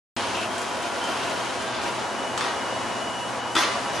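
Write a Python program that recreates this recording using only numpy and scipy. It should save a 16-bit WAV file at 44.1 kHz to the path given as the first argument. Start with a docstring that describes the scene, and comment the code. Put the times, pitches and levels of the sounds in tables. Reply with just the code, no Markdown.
"""Street traffic, an idling engine and a thin falling whine sound as an inline skater rolls over asphalt. After
a brief, distant squeal the skater jumps onto a steel railing, then hops and slams onto it again. Each impact
clacks and excites the rail's normal modes; sliding friction scrapes and keeps them ringing. A porch and wall
reflect the rail's sound. All is heard through a tape camcorder that starts a moment in, and whose comb filter
against drum noise hollows everything slightly."""
import sys
import numpy as np
from scipy import signal
from scipy.fft import rfft, irfft, next_fast_len
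from scipy.io import wavfile
from scipy.ndimage import map_coordinates

SR = 44100
rng = np.random.default_rng(int(sys.argv[2]) if len(sys.argv) > 2 else 0)


def inscribe(sig):
    """Save sig as 16-bit PCM at rate SR to the path in sys.argv[1].

    A 1-D sig is mono; a 2-D sig holds one channel per row.
    Samples are clipped to [-1, 1] before scaling.
    """
    pcm = np.round(np.clip(np.atleast_2d(sig).T, -1, 1) * 32767)
    wavfile.write(sys.argv[1], SR, pcm.astype(np.int16))


N = 176400
TIME = np.arange(N) / SR

# impact of hard plastic (frequency [Hz], spectral density [dB])
CLACK_SPECTRUM = [(100, -50), (300, -21), (1200, 4), (3500, -4), (7500, 5), (10500, -2), (12000, -13)]
# normal modes of the steel railing (frequency [Hz], relative level [dB], T60 [s])
RAIL_MODES = [(321, -1.5, 0.28), (1008, 0.5, .25), (1160, -2, 0.35), (1207, 4.5, 0.37), (1333, 4, 0.22),
              (1408, 1, 0.19), (1570, -1.5, 0.45), (1896, -0.5, 0.24), (2025, -2.5, 0.31),
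              (2640, -0.5, .18), (2990, -4, 0.38), (3040, -5, 0.24), (3350, -3, 0.24), (3526, 2.5, 0.14),
              (4070, -5, 0.25), (5370, -13, .26)]


def amp(db):
    """Amplitude ratio of a level in decibels."""
    return 10 ** (np.asarray(db) / 20)


def unit(x):
    """Normalisation to rms 1."""
    return x / np.sqrt(np.mean(x ** 2) + 1e-20)


def along(points, hz):
    """Interpolation of (frequency [Hz], value) points on a logarithmic axis."""
    knots_hz, values = np.transpose(points)
    return np.interp(np.log(hz + 1), np.log(knots_hz + 1), values)


def curves(rows):
    """Linear interpolation in time: one curve for each column after the first."""
    times, *columns = np.transpose(rows)
    return [np.interp(TIME, times, column) for column in columns]


def wobble(rate):
    """Smooth random modulation, with rate knots a second."""
    return map_coordinates(rng.standard_normal(8192), [TIME * rate], mode="wrap")


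def filtered(x, response):
    """Linear filtering: the spectrum is multiplied by a frequency response."""
    size = next_fast_len(N + SR // 4)
    return irfft(rfft(x, size) * response(np.fft.rfftfreq(size, 1 / SR)), size)[..., :N]


def noise(spectrum, grain_db=0):
    """Partly coherent stereo noise of rms 1; fast amplitude modulation by grain_db makes it grainy."""
    # likeness of left and right (frequency [Hz], correlation [-1 to 1])
    coherence = [(50, -0.5), (130, 0.4), (300, 0.81), (1200, 0.77), (3000, 0.77), (5500, 0.58),
                 (7500, 0.64), (10000, 1)]
    def response(hz):
        angle = np.arccos(np.clip(along(coherence, hz), -1, 1)) / 2
        return amp(along(spectrum, hz)) * [np.cos(angle), np.sin(angle)]
    white = rng.standard_normal((2, N)) * amp(grain_db * wobble(900))
    mid, side = filtered(white, response)
    return unit(np.array([mid + side, mid - side]))


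def envelope(start, attack, hold, t60):
    """Linear rise, then exponential decay from hold seconds after the start."""
    age = TIME - start
    return np.clip(age / attack, 0, 1) * amp(-60 * np.maximum(age - hold, 0) / t60)


def tone(hz):
    """A sinusoid of rms 1 whose phase is the integral of its frequency."""
    return np.sqrt(2) * np.sin(2 * np.pi * np.cumsum(hz) / SR)


def background():
    """Steady broadband street noise; the high hiss heard above it briefly drops out twice."""
    # street noise and high hiss (frequency [Hz], spectral density [dB])
    spectrum = [(25, -48), (55, -15.5), (105, -11.5), (160, -11.5), (260, -5), (380, -6.5), (580, -4),
                (705, -2), (820, -3.5), (960, -1.5), (1220, -6.5), (1430, -7.5), (2100, -14.5),
                (3000, -18.5), (3800, -22.5), (6000, -22), (10000, -29.5), (11400, -35.5), (12200, -65)]
    # street noise below the crossover, hiss above it (time [s], relative level [dB])
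    street_levels = [(.18, -29.5), (.6, -31.5), (.95, -30.5), (1.12, -30), (1.55, -30.5), (2.1, -30),
                     (2.24, -29.5), (2.32, -31), (2.55, -30), (3.1, -30.5), (3.5, -31.5), (4, -29.5)]
    hiss_levels = [(1.66, 1.5), (1.71, -3), (1.79, -22), (1.82, 1), (3.38, 1.5), (3.42, -5), (3.48, -1.5),
                   (3.54, 3)]
    street_db, = curves(street_levels)
    hiss_db, = curves(hiss_levels)
    crossover_hz = 6060
    wash = noise(spectrum)
    hiss = filtered(wash, lambda hz: 1 - 1 / (1 + (hz / crossover_hz) ** 8))
    street = amp(street_db + 1.45 + 0.49 * wobble(21.09)) * (wash - hiss)
    return street + amp(hiss_db - 30.5) * hiss


def engine():
    """The nearly periodic motion of an idling engine radiates a low, unsteady tone."""
    # the hum (time [s], frequency [Hz], level [dB])
    idle = [(.17, 106.1, -50.5), (.8, 109, -57.5), (1.3, 124.4, -51.5), (3.2, 122.6, -53.5),
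            (3.45, 123, -50.5), (3.82, 123.5, -45.5), (4, 124, -47)]
    hz, db = curves(idle)
    return amp(db + 2.3 * wobble(13)) * tone(hz + 1.38 * wobble(8.87))


def whine():
    """A distant whine sinks; random frequency and amplitude modulation roughen it into uneven pulses."""
    # the fundamental and overall strength (time [s], frequency [Hz], level [dB])
    glide = [(.17, 3220, -44), (.7, 3165, -46), (.85, 3050, -50), (1.02, 3090, -37.5), (1.15, 3070, -47),
             (1.62, 3090, -47.5), (1.75, 3020, -55), (1.97, 2960, -45), (2.24, 2937, -44),
             (2.45, 2914, -44.5), (2.9, 2915, -44), (3.3, 2930, -40), (3.5, 2930, -44), (4, 2895, -43.5)]
    hz, db = curves(glide)
    hz = hz + 30 * wobble(130)
    gaps_db = 8 * np.minimum(wobble(22), 0)
    flutter_db = 2.5 * wobble(110)
    harmonics = tone(hz) + amp(-17.5) * tone(2 * hz)
    return amp(db) * unit(amp(flutter_db + gaps_db) * harmonics)


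def rolling():
    """Surface roughness excites wheels and ground: a rasp and a rumble that sink low at take-off."""
    # wheel rasp and ground rumble (time [s], level [dB])
    rasp_levels = [(.17, -30), (.33, -34), (.43, -33.5), (.49, -40.5), (.62, -36), (.76, -38.5),
                   (.84, -35.5), (.93, -38), (1.1, -33.5), (1.35, -34.5), (1.55, -35.5), (1.88, -35.5),
                   (2.02, -39), (2.15, -44)]
    rumble_levels = [(.17, -56), (.4, -37), (.55, -38), (1.02, -39), (1.11, -30), (1.19, -36),
                     (1.35, -33.5), (1.5, -45), (1.78, -50), (1.86, -33), (2.02, -57), (2.15, -70)]
    # the same two sounds (frequency [Hz], spectral density [dB])
    rasp_spectrum = [(100, -16), (300, 4.5), (700, -9), (1500, -3), (2200, -2), (2800, 1.5), (4000, -3.5),
                     (6200, -8.5), (8000, -15.5), (10500, -17.5), (12000, -40)]
    rumble_spectrum = [(100, -44), (260, -8), (340, -4), (450, -6), (690, 11.5), (830, -7), (980, 7),
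                       (1200, -22), (1410, 8), (2000, -24)]
    rasp_db, = curves(rasp_levels)
    rumble_db, = curves(rumble_levels)
    unevenness = amp(0.85 * wobble(30.2))
    rasp = amp(rasp_db) * noise(rasp_spectrum, grain_db=2)
    rumble = amp(rumble_db) * noise(rumble_spectrum)
    return unevenness * (rasp + rumble)


def skids():
    """Sliding friction gives a narrow band of noise as the wheels slip sideways in each push."""
    # pushes (time [s], duration [s], level [dB])
    pushes = [(0.332, 0.12, -36), (1.115, 0.21, -42.5), (1.848, 0.058, -40)]
    # slipping wheels (frequency [Hz], spectral density [dB])
    spectrum = [(1200, -27), (2200, -11), (2600, 11), (2950, 7), (3400, -12), (4500, -31), (9000, -45)]
    slip = sum(amp(db) * envelope(start, 0.012, hold, t60=0.078) for start, hold, db in pushes)
    return slip * noise(spectrum, grain_db=1)


def clacks():
    """Wheels set down on asphalt: each short impact gives a broadband burst."""
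    # ground contacts (time [s], level [dB])
    contacts = [(.366, -41), (.5795, -34.5), (.616, -34.5), (.821, -38), (1.039, -39), (1.295, -39),
                (1.62, -38), (1.829, -40)]
    bursts = sum(amp(db) * envelope(start, 0.001, 0.0018, t60=0.09) for start, db in contacts)
    return bursts * noise(CLACK_SPECTRUM)


def squeal():
    """Two inharmonic partials waver, swell and fade, perhaps from a brake in the street."""
    # the squeal's components (frequency [Hz], level [dB])
    partials = [(1577, -41), (3531, -48.5)]
    sound = sum(amp(db) * tone(hz + 12 * wobble(60)) for hz, db in partials)
    return sound * envelope(1.59, attack=0.06, hold=0.19, t60=0.35)


def ringing(modes):
    """Free vibration is a sum of damped modes; random weights stand for the point of contact."""
    t = np.arange(SR // 2) / SR
    scatter_db = 1.2
    draws = rng.standard_normal((len(modes), 2))
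    ring = sum(amp(db + scatter_db * weight - 60 * t / t60) * np.sin(2 * np.pi * hz * t + np.pi * phase)
               for (hz, db, t60), (weight, phase) in zip(modes, draws))
    return ring / np.std(ring[:SR // 50])  # unit strength over the first 20 ms


def landings():
    """Impact excitation: plastic snaps and cracks on steel, the boot knocks, the rail thumps and rings."""
    # skate on rail (time [s], snap [dB], crack [dB], knock [dB], thump [dB], ring [dB])
    blows = [(2.3764, -26, -34, -31, -33, -48), (2.4083, -31, -38, -25.5, -35, -33),
             (2.441, -37, -40, -30, -45, -37), (2.462, -39, -45, -30, -49, -52),
             (3.5525, -29, -28.5, -19.5, -27, -24), (3.5649, -21, -35, -20.5, -19, -21.5),
             (3.5762, -29, -37, -29, -36, -27), (3.585, -23, -34, -29, -41, -27),
             (3.622, -29, -42, -31, -30, -26)]
    # plastic on steel; boot and frame (frequency [Hz], spectral density [dB])
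    snap_spectrum = [(150, -50), (600, -26), (2000, 4), (3400, 8), (5500, 1), (8000, -8), (11000, -19)]
    boot_spectrum = [(80, -50), (200, -19), (300, 6.5), (550, -11), (1200, 8), (2200, -8.5), (3500, -0.5),
                     (6000, -15), (11000, -33)]
    # normal modes of the skate's frame (frequency [Hz], relative level [dB], T60 [s])
    frame_modes = [(6140, -9, .078), (7620, 0, 0.065), (8260, -8, 0.13)]
    flexure_hz, ping_s, ping_db = 319, 2.3765, -38
    snap, crack, knock = noise(snap_spectrum), noise(CLACK_SPECTRUM), noise(boot_spectrum)
    impacts, ring = np.zeros((2, N)), np.zeros(N + SR)
    for start, snap_db, crack_db, knock_db, thump_db, ring_db in blows:
        thump = np.sin(2 * np.pi * flexure_hz * (TIME - start))  # the whole railing flexes under load
        impacts += amp(snap_db) * snap * envelope(start, 0.0002, 0.001, t60=0.023)
        impacts += amp(crack_db) * crack * envelope(start, 0.0005, 0.002, t60=0.058)
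        impacts += amp(knock_db) * knock * envelope(start, 0.0008, 0.002, t60=0.087)
        impacts += amp(thump_db) * thump * envelope(start, 0.002, 0.004, t60=0.068)
        ring[round(start * SR):][:SR // 2] += amp(ring_db) * ringing(RAIL_MODES)
    ring[round(ping_s * SR):][:SR // 2] += amp(ping_db) * ringing(frame_modes)  # first touch only
    return impacts + ring[:N]


def grinds():
    """Forced vibration: friction of the soles drives the rail's modes, scrapes, and hisses at a bite."""
    # soles sliding (time [s], duration [s], level [dB], T60 [s])
    slides = [(2.367, 0.092, -31, 0.34), (2.47, 0.43, -41, 0.78), (3.56, 0.082, -19.5, 0.3),
              (3.706, 0.23, -38.5, 0.27), (3.94, 0.059, -35.5, .2)]
    # soles biting (time [s], duration [s], level [dB])
    bites = [(3.571, 0.049, -26.5), (3.934, .025, -42)]
    # coarse scrape and glassy hiss (frequency [Hz], spectral density [dB])
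    scrape_spectrum = [(80, -50), (150, -12), (400, 6), (800, 8.5), (1250, 7), (2000, 6), (3600, 2),
                       (4600, 2), (6300, -3), (8000, -13.5), (10500, -12), (12000, -44)]
    hiss_spectrum = [(2500, -25), (5000, -0.5), (6500, 6), (8000, -13), (10000, -7), (11500, -8.5)]
    attack_s, ring_db = 0.018, -7
    friction = sum(amp(db) * envelope(start, attack_s, hold, t60) for start, hold, db, t60 in slides)
    friction *= amp(0.27 * wobble(100))
    response = ringing(RAIL_MODES)
    ring = signal.fftconvolve(friction * rng.standard_normal(N), response / np.linalg.norm(response))[:N]
    biting = sum(amp(db) * envelope(start, attack_s, hold, t60=0.13) for start, hold, db in bites)
    hiss = biting * noise(hiss_spectrum)
    scrape = friction * noise(scrape_spectrum, grain_db=1.1)
    return scrape + amp(ring_db) * ring + hiss


def porch(x):
    """Diffuse reflection from the porch and house wall adds a short, dull reverberation."""
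    delay_s, cutoff_hz, level_db = 0.015, 7000, -12
    decay = envelope(delay_s, attack=0.0076, hold=0, t60=0.63)
    tail = (rng.standard_normal((2, N)) * decay)[:, :SR // 2]
    reflected = signal.fftconvolve(x, tail / np.linalg.norm(tail[0]), axes=1)[:, :N]
    return amp(level_db) * filtered(reflected, lambda hz: 1 / (1 + (hz / cutoff_hz) ** 4))


def drum_comb(hz):
    """Destructive interference with a delayed copy notches out multiples of the tape drum's rate."""
    drum_hz, depth, feedback = 149.8, 0.87, 0.55
    delay = np.exp(-2j * np.pi * hz / drum_hz)
    return (1 - depth * delay) / (1 - feedback * delay)


def motor():
    """Vibration of the camcorder's motor adds faint, wavering high tones."""
    # motor tones (frequency [Hz], level [dB])
    partials = [(3833, -57.5), (6934, -60), (7251, -63.5), (7615, -76), (7890, -74)]
    return sum(amp(db + 2.2 * wobble(8)) * tone(hz + 4 * wobble(25.4)) for hz, db in partials)


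def follow(x, seconds):
    """Exponential averaging with the given time constant."""
    pole = np.exp(-1 / (seconds * SR))
    return signal.lfilter([1 - pole], [1, -pole], x)


def gain_control(x):
    """Compression: the gain falls briefly as the short-term power exceeds a threshold."""
    threshold_db, slope = -23, 0.6
    level_db = 10 * np.log10(follow(np.mean(x ** 2, axis=0), seconds=0.0023) + 1e-12)
    excess_db = np.maximum(level_db - threshold_db, 0)
    return x * amp(-slope * follow(excess_db, seconds=0.018))


def scene():
    """Superposition of skater and street; only the sounds at the rail reverberate."""
    rail = landings() + grinds()
    skater = rail + porch(rail) + rolling() + skids() + clacks()
    return skater + background() + engine() + whine() + squeal()


def record(dry):
    """The camcorder's signal chain filters, adds motor tones, compresses and starts a moment in."""
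    # channel imbalance (frequency [Hz], left minus right level [dB])
    balance = [(60, -2), (120, -5), (300, 1.1), (700, 0.8), (2000, 1.5), (5000, 0.1), (11000, -0.5)]
    start_s, low_cut_hz, top_hz = 0.165, 44, 12100
    sides = np.array([[0.5], [-0.5]])
    sound = filtered(dry, lambda hz: drum_comb(hz) * amp(along(balance, hz) * sides))
    sound = signal.sosfilt(signal.butter(2, low_cut_hz, "highpass", fs=SR, output="sos"), sound)
    sound = gain_control(amp(-0.87) * sound + motor())
    return filtered(sound * (TIME > start_s), lambda hz: hz < top_hz)


dry = scene()
out = record(dry)
inscribe(out)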